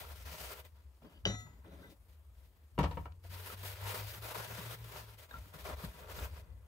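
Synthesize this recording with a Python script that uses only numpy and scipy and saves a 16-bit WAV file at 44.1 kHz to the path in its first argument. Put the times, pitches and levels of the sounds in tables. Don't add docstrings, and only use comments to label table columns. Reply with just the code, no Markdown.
import sys
import numpy as np
from scipy import signal
from scipy.io import wavfile

SR = 44100
rng = np.random.default_rng(int(sys.argv[2]) if len(sys.argv) > 2 else 0)


def bounce(signal):
    frames = np.transpose(np.atleast_2d(signal))
    limited = np.clip(frames, -1, 1)
    pcm = np.round(limited * 32767).astype(np.int16)
    wavfile.write(sys.argv[1], SR, pcm)


N = 294147

# t/s, level/dB
RUMBLE_LEVEL = [(0.0, -47), (1.13, -64), (1.26, -45), (1.52, -56), (2.71, -61), (2.8, -35), (3.03, -42),
                (3.1, -57.5), (3.94, -55.5), (4.07, -49.5), (4.18, -57.5), (5.31, -58), (5.39, -45.5),
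                (5.52, -63), (5.66, -47.5), (5.81, -49), (5.89, -41), (5.93, -60.5), (6.18, -40.5),
                (6.67, -53)]
# f/Hz, level per Hz/dB
RUMBLE_SPECTRUM = [(20, -48), (36, -25), (52, -3.5), (66, 5.5), (85, -6), (110, -29), (150, -52)]
# f/Hz, level per Hz/dB
QUIET_SPECTRUM = [(71, -9), (120, -14.5), (181, -10), (643, -12.5), (789, -18), (968, -12.5), (1210, -17),
                  (6630, -28), (15000, -25.5), (16000, -31)]
# f/Hz, likeness
LIKENESS_CURVE = [(60, 1), (200, 0.76), (400, 0.89), (700, 0.74), (1300, 0.085), (2400, 0.13),
                  (4400, -0.097), (8000, 0.88), (14000, 0.94)]
# start t/s, length/s, swell from start to end/dB,
# rustle level halfway/dB, hiss above the rustle/dB, murmur above the rustle/dB
RUB_STROKES = [(0.004, 0.052, -11, -53.5, 0, -11), (0.07, 0.062, 0.5, -58, 0.5, -13),
               (0.159, 0.073, -0.5, -62.5, 4.5, -4.5), (0.255, 0.11, -1, -54, 1, -10),
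               (0.384, 0.073, -2, -52, 1.5, -11), (0.442, 0.088, 5, -53, 1.5, -13),
               (0.56, 0.041, 0.5, -56, -1.5, -11), (0.644, 0.03, -2, -66.5, -1, -16),
               (0.759, 0.14, -14, -80.5, -3, 2), (1.026, 0.046, 0, -65.5, -11, 9.5),
               (1.098, 0.12, -10, -75, -4.5, 1), (1.269, 0.085, -4.5, -57.5, -14, 9.5),
               (1.384, 0.032, 7, -71.5, 3.5, 3), (1.429, 0.48, -16, -76, -9, 7),
               (1.648, 0.036, 0, -63.5, -14, 5.5), (1.696, 0.17, 1, -65.5, -7.5, 3),
               (1.819, 0.036, -2, -73, -3, 0), (1.903, 0.02, -2, -75.5, 8, 6),
               (2.086, 0.062, -1, -80.5, 3.5, 4), (2.349, 0.12, 3, -81, 4.5, 4.5),
               (2.827, 0.23, -4, -71, 3, 10), (3.242, 0.027, -1.5, -64, 0.5, -7),
               (3.311, 0.14, -2, -58, 4.5, -8.5), (3.46, 0.075, 1.5, -53.5, 2.5, -7),
               (3.574, 0.065, 4, -59.5, 4, -6), (3.652, 0.084, 1.5, -54.5, 4, -13),
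               (3.759, 0.11, 9, -53.5, 0, -18), (3.871, 0.048, 2, -45.5, 1, -22),
               (3.947, 0.1, -8.5, -49, 0.5, -11), (4.068, 0.041, 2.5, -56, 7, -16),
               (4.119, 0.062, 2.5, -54, 2.5, -16), (4.227, 0.095, 2.5, -50.5, 0.5, -21),
               (4.349, 0.1, -4.5, -48.5, -0.5, -21), (4.447, 0.13, 8, -53, 1, -10),
               (4.593, 0.158, 0, -52, 1, -11), (4.789, 0.11, 5.5, -63, 2, -5),
               (4.919, 0.075, 3, -52, -1, -10.5), (5.026, 0.12, 0, -63.5, 1, -6),
               (5.186, 0.061, 1.5, -61.5, 2.5, -14), (5.293, 0.094, 1.5, -59.5, -3.5, -4.5),
               (5.409, 0.1, -1, -66, 1, -1), (5.543, 0.026, -4, -56, -2.5, -5),
               (5.589, 0.057, -2, -57.5, -0.5, -6), (5.655, 0.078, -0.5, -49, -6, -7),
               (5.769, 0.082, 10, -53.5, -1, -4), (5.869, 0.12, 5, -60, -1.5, -3),
               (5.996, 0.091, -3, -57, -4.5, -8), (6.086, 0.037, 5, -52.5, -1.5, -4.5),
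               (6.146, 0.11, 4.5, -50, -2, -2), (6.271, 0.131, 3.5, -62, -2, -7),
               (6.435, 0.096, -4, -68.5, -14, 1), (6.56, 0.13, 6, -75.5, -19, -2)]
# f/Hz, level per Hz/dB
HISS_SPECTRUM = [(1290, -1), (2200, -3), (2350, -1), (4920, -5), (6310, -10), (9100, -10.5), (14800, -6.5),
                 (16000, -8)]
RUSTLE_SPECTRUM = [(150, -44), (250, -12), (364, -8.5), (406, -3.5), (627, -2.5), (808, -6), (957, -2.5),
                   (1090, -5.5), (1340, -3), (4500, -26), (5850, -57), (9900, -120)]
MURMUR_SPECTRUM = [(110, -53), (140, 2.5), (180, -5), (230, -10), (320, -14)]
# f/Hz, width/Hz, level/dB
HOLLOW_TONES = [(414, 28, -1), (491, 82, 0.5), (612, 22, 3), (952, 93, 2.5), (1370, 35, 2.5),
                (2010, 27, 6.5), (2472, 16, 9), (3470, 91, 10)]
# t/s, jump in level/dB, fade to 1/e /s
LEVEL_JUMPS = [(0.256, 1.5, 0.1), (.65, 8.5, 0.013), (1.021, 2, 0.025), (1.41, -6, 0.024),
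               (1.652, -0.5, 0.019), (3.307, -2, 0.016), (3.522, 2.5, 0.028), (3.632, 5, 0.056),
               (4.159, -1.5, 0.0078), (4.842, 7, 0.015), (5.31, 6, 0.012), (5.384, 5.5, 0.0097),
               (5.656, 3.5, 0.046), (5.835, -1, 0.012), (6.09, 1, 0.031)]
# shortest t60/s, longest t60/s
SLIDE_TIMES = [(1.02, 1.18, 0, .2), (1.65, 1.93, .2, .72)]
# song of the tool level/dB, shaking of the bench level/dB
SLIDE_DRIVES = [(-96, -96.5), (-101, -89)]
# f/Hz, level/dB, t60 (time to fall 60 dB)/s
TOOL_MODES = [(728, -15.5, 0.6), (884, -8, 0.062), (1297, -15.5, 1.34), (1656, -4.5, 0.095),
              (2005, -13, 0.57), (1980, -15, 1.36), (2880, -12, 0.033), (2994, 15.5, 0.029),
              (3100, -12, 0.06), (3587, -14, 0.61), (3885, -4.5, 0.3), (4070, -21, 0.75), (4360, -27, 1.1),
              (4640, -6.5, 0.09), (5880, -7, 0.45), (6955, -16.5, 1.8), (9300, -43, 0.14), (9787, -35, 1.2)]
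# f/Hz, level under the tool/dB, level under the wood/dB, t60/s
BENCH_MODES = [(56.3, -2, -7, 0.25), (104.9, 2, -18, 0.49), (153.4, -34, -0.5, 0.29), (184, 5.5, 0.5, 0.19),
               (284, -22, -3.5, 0.15), (332, -3.5, -8.5, 0.11), (410, 3.5, -25, 0.072), (542, 5, -2, 0.048)]
# t/s, level/dB, f/Hz, t60/s
KNOCK_NOTES = [(1.03, -60, 167, 0.25), (1.83, -54, 1550, 0.11), (1.841, -53, 1995, 0.12),
               (3.25, -53, 677, 0.072), (3.501, -41, 1295, 0.056), (4.583, -43.5, 193.2, 0.095),
               (5.311, -41, 1610, 0.03), (5.313, -46, 3750, 0.04), (5.341, -37, 1370, 0.064),
               (5.359, -49, 137, 0.16), (5.838, -32.5, 166, 0.071), (5.87, -32, 69.4, 0.05)]
# t/s, ring level/dB, thump level/dB, clatter level/dB
CLINK_HITS = [(1.2535, -34.5, -51, -8), (1.263, -62, -36.5, -5), (1.299, -59, -44, -12)]
# t/s, knock level/dB, thump level/dB, crack level/dB, bright edge level/dB,
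# fade of the contact to 1/e /s (20 ms at most is used)
DROP_HITS = [(2.779, -33, -52, -41, -60, 0.0046), (2.788, -23.5, -28.5, -8.5, -24, 0.014),
             (2.808, -44, -34, -11.5, -38, 0.014), (2.83, -36, -45, -11, -49, 0.013),
             (2.838, -27.5, -32, -8.5, -46, 0.015), (2.911, -42.5, -50, -18.5, -50, 0.022),
             (2.971, -36.5, -44, -30, -55, 0.013), (3.055, -40.5, -63, -30, -62, 0.01),
             (3.121, -80, -69, -33.5, -58, 0.005)]
# f/Hz, level/dB, t60/s
WOOD_MODES = [(480, -2, 0.038), (720, -4, 0.025), (944, 0.5, 0.042), (1120, -8, 0.032), (1320, -4, 0.032),
              (1810, -7.5, 0.017), (2260, -10, 0.017), (2860, -8, 0.011)]
# t/s, f/Hz, level/dB
ENGINE_GLIDE = [(3.05, 87.1, -52.5), (3.31, 89.7, -47.5), (3.6, 95.8, -48), (3.9, 100.2, -41.5),
                (4.29, 109.8, -51.5), (4.71, 115.3, -46), (5.0, 112, -53), (5.31, 100, -64),
                (5.6, 91, -54.5)]
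ENGINE_LULLS = [2.98, 3.2, 3.51, 3.77, 3.95, 4.14, 4.33, 4.47, 4.6, 4.75, 4.93, 5.28, 5.6]

QUIET_DB = -73.5
RUB_RISE_DB_PER_S, RUB_FALL_DB_PER_S = 995, 495
WAVER_SPREAD_DB, WAVER_RATE_HZ = 1.23, 22
RING_CUT_S, RING_FADE_S = 1.408, 0.068
RIGHT_LAG_S = 0.00018
WOOD_SPREAD_HZ = 1050
THROB_DEPTH = 0.84
SHOP_T60_S, WALL_CUT_HZ, SHOP_DB = 0.28, 2470, -13.5
LEFT_OVER_RIGHT_DB = 2.5
BASS_CUT_HZ, TOP_CUT_HZ = 46, 15740


def amp(db):
    return 10 ** (np.asarray(db) / 20)


def unit(x):
    return x / np.sqrt(np.mean(x ** 2) + 1e-20)


def in_time(rows):
    times, *columns = np.transpose(rows)
    return [np.interp(np.arange(N) / SR, times, column) for column in columns]


def at_hz(points, hz):
    points = np.array(points)
    return np.interp(np.log(hz), np.log(points[:, 0]), points[:, 1])


def bandpass(x, low_hz, high_hz):
    return signal.sosfilt(signal.butter(2, [low_hz, high_hz], "band", fs=SR, output="sos"), x)


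def drift(rate_hz):
    r = np.exp(-80 * np.pi * rate_hz / SR)
    noise = rng.standard_normal(N // 40 + 2002)
    slow = signal.lfilter([1], [1, -2 * r, r * r], noise)[2000:]
    return np.interp(np.arange(N) / 40, np.arange(len(slow)), unit(slow))


def ring(force, hz, t60):
    r = np.exp(-np.log(1000) / (max(t60, .01) * SR))
    w = 2 * np.pi * hz / SR
    return signal.lfilter([0, np.sin(w)], [1, -2 * r * np.cos(w), r * r], force + 1e-18)


def clicks(times, db):
    out = np.zeros(N)
    out[(times * SR).astype(int)] = amp(db)
    return out


def bursts(times, db, fades):
    out = np.zeros(N)
    for time, level_db, fade in zip(times, db, fades):
        envelope = np.exp(-np.arange(2000) / SR / np.clip(fade, .0005, .02))
        noise = envelope * rng.standard_normal(2000)
        at = round(time * SR)
        out[at:at + 2000] += amp(level_db) * noise / np.sqrt(np.sum(noise ** 2))
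    return out


def coloured(spectrum, patchy_db, grain_db):
    low_hz, high_hz = spectrum[0][0], spectrum[-1][0]
    edges = np.geomspace(low_hz, high_hz, int(3 * np.log2(high_hz / low_hz)) + 2)
    grain = amp(grain_db * np.minimum(rng.exponential(1, N), 5))
    white = rng.standard_normal((2, 2, N)) * grain
    out, together = 0, drift(36.7)
    for k, (low, high) in enumerate(zip(edges, edges[1:])):
        mid, side = bandpass(white[k % 2], low, high)
        hz = np.sqrt(low * high)
        alike = np.clip(at_hz(LIKENESS_CURVE, hz), -1, 1)
        gain = amp(at_hz(spectrum, hz) + patchy_db * (together + 1.14 * drift(5.27)))
        out = out + gain * (np.sqrt(1 + alike) * mid + np.sqrt(1 - alike) * side * [[1], [-1]])
    return unit(out)


def rumble():
    level_db, = in_time(RUMBLE_LEVEL)
    return amp(level_db) * coloured(RUMBLE_SPECTRUM, patchy_db=-1.23, grain_db=0.0)


def quiet_shop():
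    return amp(QUIET_DB) * coloured(QUIET_SPECTRUM, patchy_db=1.1, grain_db=-2.0)


def rubs():
    t = np.arange(0, N, 64) / SR
    start, length, swell_db, rustle_db, hiss_db, murmur_db = np.transpose(RUB_STROKES)[:, :, None]
    end = start + length
    shape_db = rustle_db + swell_db * (np.clip((t - start) / length, 0, 1) - .5)
    shape_db = shape_db - RUB_RISE_DB_PER_S * np.maximum(start - t, 0)
    shape_db = shape_db - RUB_FALL_DB_PER_S * np.maximum(t - end, 0)
    waver = amp(WAVER_SPREAD_DB * drift(WAVER_RATE_HZ))
    gains = []
    for above_db in (0, hiss_db, murmur_db):
        total = np.sqrt(np.sum(amp(shape_db + above_db) ** 2, axis=0))
        gains.append(waver * np.interp(np.arange(N) / SR, t, total))
    return gains


def hollowed(x):
    out = x.copy()
    for hz, width, db in HOLLOW_TONES:
        r = np.exp(-np.pi * width / SR)
        top = np.array([1, 0, -1]) * (1 - r * r) / 2
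        bottom = [1, -2 * r * np.cos(2 * np.pi * hz / SR), r * r]
        out += amp(db) * signal.lfilter(top, bottom, x)
    return unit(out)


def crackle(per_s, cycles):
    sizes = amp(2.0 * np.minimum(rng.exponential(1, N), 5)) * rng.choice([-1, 1], N)
    sizes = sizes * (rng.random(N) < per_s / SR)
    pitches, dealt = np.geomspace(700, 6000, 24), rng.integers(0, 24, N)
    out = np.zeros((2, N))
    for k, hz in enumerate(pitches):
        snaps = ring(sizes * (dealt == k), hz, cycles / hz) / np.sqrt(hz)
        sides = [[1], [rng.uniform(-1.14, 1)]]
        out += snaps * sides[::(-1) ** k]
    return unit(out)


def handling():
    t = np.arange(N) / SR
    jumps_db = np.zeros(N)
    for start, jump_db, fade in LEVEL_JUMPS:
        jumps_db += jump_db * (t >= start) * np.exp(-np.maximum(t - start, 0) / fade)
    rustle_gain, hiss_gain, murmur_gain = rubs()
    hiss = hiss_gain * coloured(HISS_SPECTRUM, patchy_db=0.99, grain_db=1.5)
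    rustle = rustle_gain * hollowed(coloured(RUSTLE_SPECTRUM, patchy_db=1.5, grain_db=3.0))
    murmur = murmur_gain * coloured(MURMUR_SPECTRUM, patchy_db=3.5, grain_db=2.0)
    snaps = rustle_gain * amp(-6) * crackle(per_s=450, cycles=17)
    return amp(jumps_db) * (hiss + rustle + snaps) + murmur


def sliding():
    t, out = np.arange(N) / SR, np.zeros(N)
    rub = bandpass(rng.standard_normal(N), 1700, 4500)
    for (start, end, shortest, longest), (song_db, bench_db) in zip(SLIDE_TIMES, SLIDE_DRIVES):
        moving = (t > start) & (t < end)
        fading = np.exp(-np.maximum(t - end, 0) / .015)
        friction = amp(song_db + 2.8 * drift(15.0)) * rub * moving
        shake = amp(bench_db + 5.0 * drift(28.0)) * rng.standard_normal(N) * moving
        song = sum(amp(db / 2) * ring(friction, hz, t60 / 2)
                   for hz, db, t60 in TOOL_MODES if shortest < t60 < longest)
        bench = sum(ring(shake, hz, t60) for hz, _, _, t60 in BENCH_MODES[3:])
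        out += fading * (song + bench)
    return out


def knocks():
    out = np.zeros(N)
    for time, db, hz, t60 in KNOCK_NOTES:
        nudge = np.zeros(N)
        nudge[round(time * SR)] = amp(db)
        out += ring(nudge, hz, t60)
    return signal.lfilter([.3], [1, -.7], out)


def thump(times, db, column):
    pushes = clicks(times, db)
    return sum(amp(mode[column]) * ring(pushes, mode[0], mode[3]) for mode in BENCH_MODES)


def clatter(times, db, fades, low_hz, high_hz):
    return bandpass(bursts(times, db, fades), low_hz, high_hz)


def clink():
    times, ring_db, thump_db, clatter_db = np.transpose(CLINK_HITS)
    taps = clicks(times, ring_db)
    fading = np.exp(-np.maximum(np.arange(N) / SR - RING_CUT_S, 0) / RING_FADE_S)
    rings = np.zeros(N)
    for k, (hz, db, t60) in enumerate(TOOL_MODES):
        rings += (-1) ** k * amp(db) * ring(taps, hz, t60)
    crack = clatter(times, clatter_db, np.full(len(times), .012), 320, 2350)
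    return fading * rings + thump(times, thump_db, 1) + crack


def drops():
    times, knock_db, thump_db, crack_db, edge_db, fades = np.transpose(DROP_HITS)

    def rattle(modes):
        return sum(ring(bursts(times, knock_db + db, fades), hz, t60) for hz, db, t60 in modes)

    low_modes = [mode for mode in WOOD_MODES if mode[0] < WOOD_SPREAD_HZ]
    high_modes = [mode for mode in WOOD_MODES if mode[0] >= WOOD_SPREAD_HZ]
    shared = thump(times, thump_db, 2) + clatter(times, edge_db, fades, 5500, 15500) + rattle(low_modes)
    spread = [clatter(times, crack_db, fades, 1130, 3870) + rattle(high_modes) for _ in range(2)]
    return shared + np.array(spread)


def engine():
    hz, level_db = in_time(ENGINE_GLIDE)
    t = np.arange(N) / SR
    fade_in = np.clip((t - ENGINE_GLIDE[0][0]) / 0.027, 0, 1)
    fade_out = np.clip((ENGINE_GLIDE[-1][0] - t) / 0.036, 0, 1)
    throbs = np.interp(t, ENGINE_LULLS, np.arange(len(ENGINE_LULLS)))
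    throb = 1 - THROB_DEPTH * (1 - np.abs(np.sin(np.pi * throbs)))
    note = np.sqrt(2) * np.sin(2 * np.pi * np.cumsum(hz) / SR)
    return fade_in * fade_out * throb * amp(level_db) * note


def shop(x):
    out, dull = np.zeros((2, N)), np.exp(-2 * np.pi * WALL_CUT_HZ / SR)
    lags = (rng.uniform(.008, .03, 16) * SR).astype(int)
    for k, lag in enumerate(lags):
        loop, state = x.copy(), [0.]
        gain = amp(-60 * lag / SR / SHOP_T60_S)
        for i in range(lag, N, lag):
            back, state = signal.lfilter([gain * (1 - dull)], [1, -dull], loop[i - lag:i], zi=state)
            loop[i:i + lag] += back[:N - i]
        out[k % 2] += (loop - x) * (-1) ** (k // 2)
    return signal.sosfilt(signal.butter(2, 550, "high", fs=SR, output="sos"), out)


def scene():
    blows = sliding() + knocks() + clink()
    wood = drops()
    late = np.interp(np.arange(N) - RIGHT_LAG_S * SR, np.arange(N), blows)
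    direct = np.array([blows, late]) + wood
    echoes = amp(SHOP_DB) * shop(blows + wood[0])
    return direct + echoes + rumble() + quiet_shop() + handling() + engine()


def record(dry):
    wet = dry * amp([[LEFT_OVER_RIGHT_DB / 2], [-LEFT_OVER_RIGHT_DB / 2]])
    wet = signal.sosfilt(signal.butter(4, BASS_CUT_HZ, "high", fs=SR, output="sos"), wet)
    return signal.sosfilt(signal.ellip(12, .5, 60, TOP_CUT_HZ, fs=SR, output="sos"), wet)


dry = scene()
out = record(dry)
bounce(out)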